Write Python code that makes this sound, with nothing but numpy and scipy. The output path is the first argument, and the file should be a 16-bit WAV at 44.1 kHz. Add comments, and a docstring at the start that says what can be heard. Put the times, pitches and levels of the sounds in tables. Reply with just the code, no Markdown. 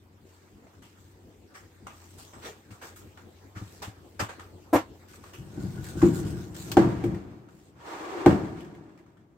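"""Gritty steps cross the dirt floor of a small greenhouse, over faint outdoor noise and a low hum.
Something scrapes close by. A gloved hand works the squeaky wooden turn-block of a fold-down bench
until its wooden frame comes free and knocks about. The wire-mesh top swishes down through the air
and the bench lands on its legs, ticking as it settles. Each blow rings the frame, rattles the mesh
and shakes the light walls."""
import sys
import numpy as np
from scipy import signal
from scipy.fft import rfft, irfft, next_fast_len
from scipy.io import wavfile
from scipy.ndimage import uniform_filter1d, map_coordinates

SR = 44100
rng = np.random.default_rng(int(sys.argv[2]) if len(sys.argv) > 2 else 0)


def unload_audio(sound):
    """Save the sound as a 16-bit wav file, at the path given as the first command line argument."""
    columns = np.transpose(np.atleast_2d(sound))
    # keep every value between -1 and 1, then stretch to whole-number steps
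    steps = np.round(np.clip(columns, -1, 1) * 32767)
    wavfile.write(sys.argv[1], SR, steps.astype(np.int16))


N = 413216

# blows on the frame: start_s, level_db, edge_db
BLOWS = [(5.384, -40.5, -14.5), (5.575, -28.5, -12.5), (5.632, -26, -30.5), (5.766, -39.5, -17.5),
         (5.953, -26, -11.5), (6.027, -4, -14.5), (6.189, -24, -12.5), (6.245, -25, -20.5),
         (6.324, -32, -15), (6.7695, -3.5, 2), (6.847, -15, -26), (7.038, -14.5, -10.5),
         (7.12, -32.5, -6.5), (8.2609, -2, 1)]
LANDING_S = BLOWS[-1][0]
# wall vibration spectrum: freq_hz, level_db
WALL_SPECTRUM = [(25, -31), (60, -1.5), (120, 4.5), (200, 1), (250, -7.5), (335, 0), (430, -9.5),
                 (530, -16), (800, -18), (1150, -23.5), (1550, -27), (3000, -41), (8000, -51.5),
                 (15000, -61.5)]
# gritty contact spectrum: freq_hz, level_db
GRIT_SPECTRUM = [(100, -8.5), (400, -4), (600, -2.5), (850, -0.5), (1300, 0), (2200, -5), (4000, -11.5),
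                 (8000, -14.5), (15000, -25)]


def knocks(shudder_db=-6.5, bass_per_edge=-0.15):
    """Each blow rings the frame; mesh and walls take it up, dying fast, then slowly."""
    # frame modes: freq_hz, level_db, t60_s
    frame_modes = [(84, -44.5, 0.25), (128.6, -22.5, 0.26), (190.6, -13.5, 0.33), (307.4, -2.5, 0.11),
                   (340.2, -4.5, 0.22), (348, -19, 0.059), (438.5, -8, 0.12), (499, -15, 0.18),
                   (560, -18, 0.17), (660, -10, 0.065), (774, 1, 0.026), (836, -23.5, 0.044),
                   (1017, -13.5, 0.031), (1526, -15.5, 0.042), (1808, -30, 0.054)]
    # gentle blows stay in contact longer, so carry more bass: level_db, bass_db
    bass_by_force = [(-36.5, 10.5), (-13, -10), (-1.5, -9)]
    out, t = np.zeros((2, N)), np.arange(3 * SR // 2) / SR
    frame = ring(frame_modes, t) * (1 - np.exp(-t / 0.002))
    wall_decay = (amp(-60 * t / 0.37) + amp(-17 - 60 * t / 1.79)) * (1 - np.exp(-t / 0.0045))
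    for start_s, level_db, edge_db in BLOWS:
        shudder = amp(shudder_db) * wall_decay * spread(grains(len(t), spike_db=2), WALL_SPECTRUM)
        crack = amp(-20 - 60 * t / 0.036) * spread(noise(len(t)), GRIT_SPECTRUM, tilt_db=-2.5)
        # loose mesh chatters against its staples
        spurts = amp(-45 - 60 * t / 1.87) * amp(3 * wobble(22)[:len(t)])
        chatter = spurts * spread(grains(len(t), spike_db=3), GRIT_SPECTRUM, tilt_db=-3.5)
        # a padded contact trades upper modes for bass
        bass_db = np.interp(level_db, *np.transpose(bass_by_force)) + bass_per_edge * edge_db
        contact = [(25, -7), (60, bass_db - 0.5), (130, bass_db), (290, 1),
                   (430, -2.5 + 0.27 * edge_db), (600, edge_db)]
        add(out, start_s, amp(level_db) * causal(frame + shudder + crack + chatter, contact))
    return out


def swish(start_s=7.72, rise_s=0.19, level_db=-40, growth_db_per_s=6, hoot_hz=370, hoot_db=2):
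    """Wires shed eddies as the bench falls: louder and deeper, with a growing hoot, until it lands."""
    # eddy spectrum: freq_hz, level_db
    eddies = [(100, -22), (220, -12.5), (330, 1), (520, -7.5), (1000, -4.5), (1600, -13), (3000, -25),
              (8000, -39), (15000, -54)]
    t, fall_s = np.arange(N) / SR - start_s, LANDING_S - start_s
    swing = np.clip(t / fall_s, 0, 1)
    bright = np.sqrt(1 - swing) * spread(noise(N), eddies, tilt_db=4)
    deep = np.sqrt(swing) * spread(noise(N), eddies, tilt_db=1.5)
    hoot = amp(hoot_db) * swing ** 2 * unit(resonance(spread(noise(N), eddies), hoot_hz, q=2.6))
    speed = stroke(t, rise_s, fall_s - rise_s, t60_s=0.12)
    gain = speed ** 1.84 * amp(level_db + growth_db_per_s * fall_s * swing + 0.88 * wobble(56))
    return gain * (bright + deep + hoot)


def steps(mid_db=-40, mid_t60_s=0.28, halving_db=20.5):
    """Gritty scuffs swell and die, firm ones soonest; heels thump the soil."""
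    # sole scuffs: start_s, level_db, rise_s, tilt_db_per_octave, pitch_hz
    scuffs = [(.15, -64, 0.28, 0.5, 450), (.82, -55.5, 0.0039, 2, 2970), (1.538, -48.5, 0.016, 1.5, 2000),
              (2.332, -47.5, .003, -6, 880), (2.41, -38.5, 0.055, 0, 427), (2.703, -51, 0.0068, 1, 1280),
              (2.812, -42.5, 0.013, 0, 1640), (2.959, -50.5, 0.0016, 7, 1260),
              (3.548, -45, 0.023, -2, 1250), (3.817, -35, 0.0092, 0.5, 810),
              (4.191, -24.5, 0.012, -1.5, 1220), (4.286, -40, 0.0067, -3, 1520),
              (4.73, -24, 0.033, -4.5, 1030), (5.331, -49.5, 0.0067, 3.5, 2820)]
    # heel strikes: start_s, relative_db
    heels = [(2.71, -41), (3.561, -35.5), (3.614, -33), (3.873, -36.5), (4.217, -30.5), (4.744, -30)]
    # soil modes: freq_hz, level_db, t60_s
    soil_modes = [(105.2, 0.5, 0.12), (184, -3, 0.074), (300, -4, 0.066)]
    out, t = np.zeros((2, N)), np.arange(SR) / SR
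    for start_s, level_db, rise_s, tilt_db, pitch_hz in scuffs:
        t60_s = mid_t60_s * 2 ** ((mid_db - level_db) / halving_db)
        envelope = amp(level_db) * stroke(t, rise_s, 0, t60_s)
        add(out, start_s, envelope * grit(tilt_db, pitch_hz, note_gain=0.37))
    thump = amp(8.5) * ring(soil_modes, t) * (1 - np.exp(-t / 0.0069))
    for start_s, relative_db in heels:
        add(out, start_s, amp(relative_db) * thump)
    return out


def scrape(start_s=4.727, level_db=-25, slip_hz=315, jitter=0.22):
    """A quick run of uneven slips with friction noise between them."""
    # scrape spectrum: freq_hz, level_db
    spectrum = [(50, -49), (110, -20.5), (200, -16), (310, 1), (410, -13), (510, -2.5), (680, -9),
                (950, -10), (1500, -21), (3000, -38.5), (8000, -42), (12500, -34), (15500, -65.5)]
    gaps_s = np.exp(jitter * rng.standard_normal(64)) / slip_hz
    slips = np.zeros((2, N))
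    slips[0, np.round((start_s + np.cumsum(gaps_s)) * SR).astype(int)] = np.sqrt(SR / slip_hz)
    pressure = stroke(np.arange(N) / SR - start_s, rise_s=0.0084, hold_s=0.021, t60_s=0.12)
    friction = spread(4 * slips + noise(N), spectrum)
    return highpass(amp(level_db) * pressure * friction, 70)


def handling(grasp_s=5.07, turn_s=1.35, rub_rise_s=0.02, grip_db=-15.5, squeak_hz=1482, squeak_db=-5):
    """Cloth slides; the push makes the glove creep and the walls rumble; the turning block squeaks."""
    # sleeve and glove strokes: start_s, length_s, level_db
    rubs = [(0.247, .1, -68), (0.967, 0.16, -67), (1.91, 0.49, -60.5), (2.173, 0.018, -54.5),
            (2.821, 0.055, -50.5), (3.565, 0.22, -60.5), (5.073, .09, -57.5), (5.214, 0.095, -61),
            (5.592, .03, -55), (5.827, 0.089, -49.5), (5.963, 0.12, -50.5), (6.128, 0.053, -47.5),
            (6.258, 0.071, -52), (6.363, 0.18, -60.5), (6.538, .16, -48), (7.486, 0.2, -67.5)]
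    # hand effort on the frame: time_s, level_db
    effort = [(5.1, -70), (5.5, -47.5), (5.66, -39), (5.85, -42), (6.27, -37), (6.44, -43), (7.1, -35.5),
              (7.4, -57.5), (7.75, -61)]
    # cloth friction spectrum: freq_hz, level_db
    cloth_spectrum = [(200, -13), (800, 0.5), (1550, 2), (2300, -1), (4000, -0.5), (8000, 0), (15000, -9.5)]
    t, push = np.arange(N) / SR, gain_curve(effort)
    turning = stroke(t - grasp_s, rub_rise_s, turn_s, t60_s=0.4)
    sliding = sum(amp(level_db) * stroke(t - start_s, rub_rise_s, max(length_s - rub_rise_s, 0), 0.23)
                  for start_s, length_s, level_db in rubs)
    walking = amp(-72.5) * stroke(t, rise_s=0.63, hold_s=3.5, t60_s=6)
    creep = amp(grip_db) * push * turning
    friction = np.sqrt(sliding ** 2 + walking ** 2 + creep ** 2)
    fibres = patchy(grains(N, spike_db=3.5), patch_db=2.5)
    cloth = friction * amp(1.6 * wobble(14)) * spread(fibres, cloth_spectrum)
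    note = unit(resonance(resonance(noise(N), squeak_hz, q=11), squeak_hz, q=11))
    squeak = friction * turning * amp(squeak_db + 4.6 * wobble(25)) * note
    rumble = push * amp(1.73 * wobble(14)) * spread(noise(N), WALL_SPECTRUM, tilt_db=2)
    return cloth + squeak + rumble


def ticks(settle_count=9, settle_per_s=9, settle_hz=1500, settle_db=-47.5, fade_db_per_s=19):
    """Single ticks of wood and wire, then fading random ones as the bench settles."""
    # wood and wire contacts: start_s, level_db, pitch_hz
    contacts = [(.667, -55, 670), (1.868, -39, 1190), (3.173, -49, 1450), (4.395, -41.5, 1250),
                (5.139, -54, 1170), (5.238, -47.5, 1100), (6.017, -32.5, 1100), (6.716, -30, 5070),
                (7.039, -40.5, 2295), (7.145, -48, 1870), (7.486, -58.5, 1370), (8.605, -53, 3020)]
    out = np.zeros((2, N))
    for start_s, level_db, pitch_hz in contacts:
        add(out, start_s, amp(level_db) * tick(pitch_hz))
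    for k, (jitter, octaves) in enumerate(rng.uniform(-0.87, 0.5, (settle_count, 2))):
        delay_s = (k + 1 + jitter) / settle_per_s
        gain = amp(settle_db - fade_db_per_s * delay_s)
        add(out, LANDING_S + delay_s, gain * tick(settle_hz * 2 ** octaves))
    return out


def tick(pitch_hz, mid_hz=1260, rise_s=0.0019):
    """An abrupt contact rings one note over a snap of grit; higher notes are brighter and shorter."""
    t, octaves = np.arange(SR) / SR, np.log2(pitch_hz / mid_hz)
    decay_scale = 2 ** (-0.69 * octaves)
    snap = stroke(t, rise_s, 0, t60_s=0.065)
    linger = amp(-6) * stroke(t, rise_s, 0, t60_s=0.33 * decay_scale)
    note = ring([(pitch_hz, 2 - octaves, 0.043 * decay_scale)], t)
    return np.maximum(snap, linger) * grit(-1.5 + 3 * octaves, pitch_hz, note_gain=0.45) + note


def grit(tilt_db, pitch_hz, note_gain):
    """One second of gritty contact noise with a hollow note."""
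    rough = spread(patchy(grains(SR, spike_db=1.5), patch_db=2), GRIT_SPECTRUM, tilt_db)
    return rough + note_gain * unit(resonance(rough, pitch_hz, q=5.8))


def reflections(x, echo_db=-15, count=6):
    """Plastic panels throw the treble back within milliseconds and let the bass out."""
    out, treble = x.copy(), amp(echo_db) * highpass(x, 850)
    for delays_s in rng.uniform(0.0018, 0.022, (count, 2)):
        for side, delay_s in enumerate(delays_s):
            add(out[side:side + 1], delay_s, treble[side])
    return out


def background(hum_hz=92, air_db=2):
    """Soft outdoor noise and a wavering low hum swell and fade together."""
    # background swell: time_s, level_db
    swell = [(0, -60), (1.4, -58), (2.5, -55.5), (5.2, -54), (7.6, -65), (9.37, -71.5)]
    # outdoor spectrum: freq_hz, level_db
    spectrum = [(25, -27.5), (55, -3.5), (95, 0.5), (150, -6), (350, -1.5), (600, -13), (850, -14),
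                (1100, -18), (3000, -26), (8000, -33.5), (15000, -36)]
    phase = 2 * np.pi * np.cumsum(hum_hz + 3 * wobble(7.7)) / SR
    hum = np.sin(phase) * amp(2.2 * wobble(5.2))
    air = amp(air_db) * spread(patchy(noise(N), patch_db=3), spectrum)
    return gain_curve(swell) * (hum + air)


def amp(db):
    """Decibels to gain."""
    return 10 ** (np.asarray(db) / 20)


def unit(x):
    """x at rms 1."""
    return x / np.sqrt(np.mean(x ** 2) + 1e-20)


def along(points, hz):
    """Interpolate (freq_hz, value) points on a log axis."""
    freqs_hz, values = np.transpose(points)
    return np.interp(np.log(hz + 1), np.log(freqs_hz + 1), values)


def gain_curve(points):
    """Per-sample gain from (time_s, level_db) points."""
    return amp(np.interp(np.arange(N) / SR, *np.transpose(points)))


def stroke(t, rise_s, hold_s, t60_s):
    """Attack, hold and release from t = 0."""
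    return np.clip(t / rise_s, 0, 1) * amp(-60 * np.maximum(t - rise_s - hold_s, 0) / t60_s)


def ring(modes, t):
    """Damped modes struck at t = 0."""
    return sum(amp(db - 60 * t / t60_s) * np.sin(2 * np.pi * hz * t) for hz, db, t60_s in modes)


def wobble(knots_per_s):
    """Smooth random curve."""
    knots = rng.standard_normal(int(N * knots_per_s / SR) + 4)
    return map_coordinates(knots, [np.arange(N) * knots_per_s / SR])


def noise(size):
    """Two white noises."""
    return rng.standard_normal((2, size))


def grains(size, spike_db):
    """Noise in millisecond grains of random strength."""
    return noise(size) * amp(spike_db * unit(uniform_filter1d(rng.standard_normal(size), size=44)))


def patchy(pair, patch_db):
    """Ever-changing bands stand out, as when contact points shift."""
    spectra = signal.stft(pair, nperseg=512)[2]
    patches = rng.standard_normal(spectra.shape[1:])
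    for axis in (0, 1):
        patches = uniform_filter1d(patches, size=9, axis=axis)
    return signal.istft(spectra * amp(patch_db * unit(patches)), nperseg=512)[1][:, :pair.shape[1]]


def spread(pair, spectrum, tilt_db=0):
    """Two unrelated signals to coloured stereo at rms 1: near-mono bass, wide treble."""
    # left-right likeness: freq_hz, correlation
    likeness = [(100, 0.95), (330, 0.83), (700, 0.48), (1300, -0.16), (2200, 0.099), (6000, -0.1)]

    def response(hz):
        angle = np.arccos(np.clip(along(likeness, hz), -1, 1)) / 2
        gain = amp(along(spectrum, hz) + tilt_db * np.log2(1 + hz / 1000))
        return gain * [np.cos(angle), np.sin(angle)]
    mid, side = filtered(pair, response)
    return unit(np.array([mid + side, mid - side]))


def filtered(x, response):
    """Zero-phase filter of gain response(hz)."""
    size = next_fast_len(x.shape[-1] + 8192)
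    return irfft(rfft(x, size) * response(np.fft.rfftfreq(size, 1 / SR)), size)[..., :x.shape[-1]]


def causal(x, spectrum, size=4096):
    """Minimum-phase filter: nothing sounds before the blow."""
    cepstrum = irfft(np.log(amp(along(spectrum, np.fft.rfftfreq(size, 1 / SR)))))
    cepstrum[1:size // 2] *= 2
    cepstrum[size // 2:] = 0
    impulse = irfft(np.exp(rfft(cepstrum)))
    return signal.fftconvolve(x, impulse[None], axes=1)[:, :x.shape[-1]]


def highpass(x, cutoff_hz):
    """Causal second-order high-pass."""
    return signal.sosfilt(signal.butter(2, cutoff_hz, "high", fs=SR, output="sos"), x)


def resonance(x, centre_hz, q):
    """Resonant band-pass."""
    return signal.lfilter(*signal.iirpeak(centre_hz, q, fs=SR), x)


def add(track, start_s, sound):
    """Mix sound into track at start_s."""
    part = track[:, round(start_s * SR):][:, :sound.shape[-1]]
    part += sound[..., :part.shape[1]]


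def scene():
    """Sources between the walls plus background; each band leans slightly to one side."""
    # stereo balance: freq_hz, left_minus_right_db
    balance = [(100, 2.5), (330, 2.5), (600, 0.5), (1000, -1.5), (2200, 0), (4000, 2.5), (8000, -1),
               (14000, 2.5)]
    indoors = knocks() + steps() + ticks() + scrape() + handling() + swish()
    mix = reflections(indoors) + background()
    return filtered(mix, lambda hz: amp(np.outer([0.5, -0.5], along(balance, hz))))


def record(dry, top_hz=15850):
    """Microphone with a treble notch, clipping at full scale, band limit."""
    # microphone response: freq_hz, gain_db
    microphone = [(22, -7.5), (50, -0.5), (5000, -0.5), (8400, 2.5), (9400, -6), (10300, -5.5),
                  (11500, -0.5), (14500, 3), (15800, -1)]
    coloured = filtered(dry, lambda hz: amp(along(microphone, hz)))
    return filtered(np.clip(coloured, -1, 1), lambda hz: hz < top_hz)


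dry = scene()
out = record(dry)
unload_audio(out)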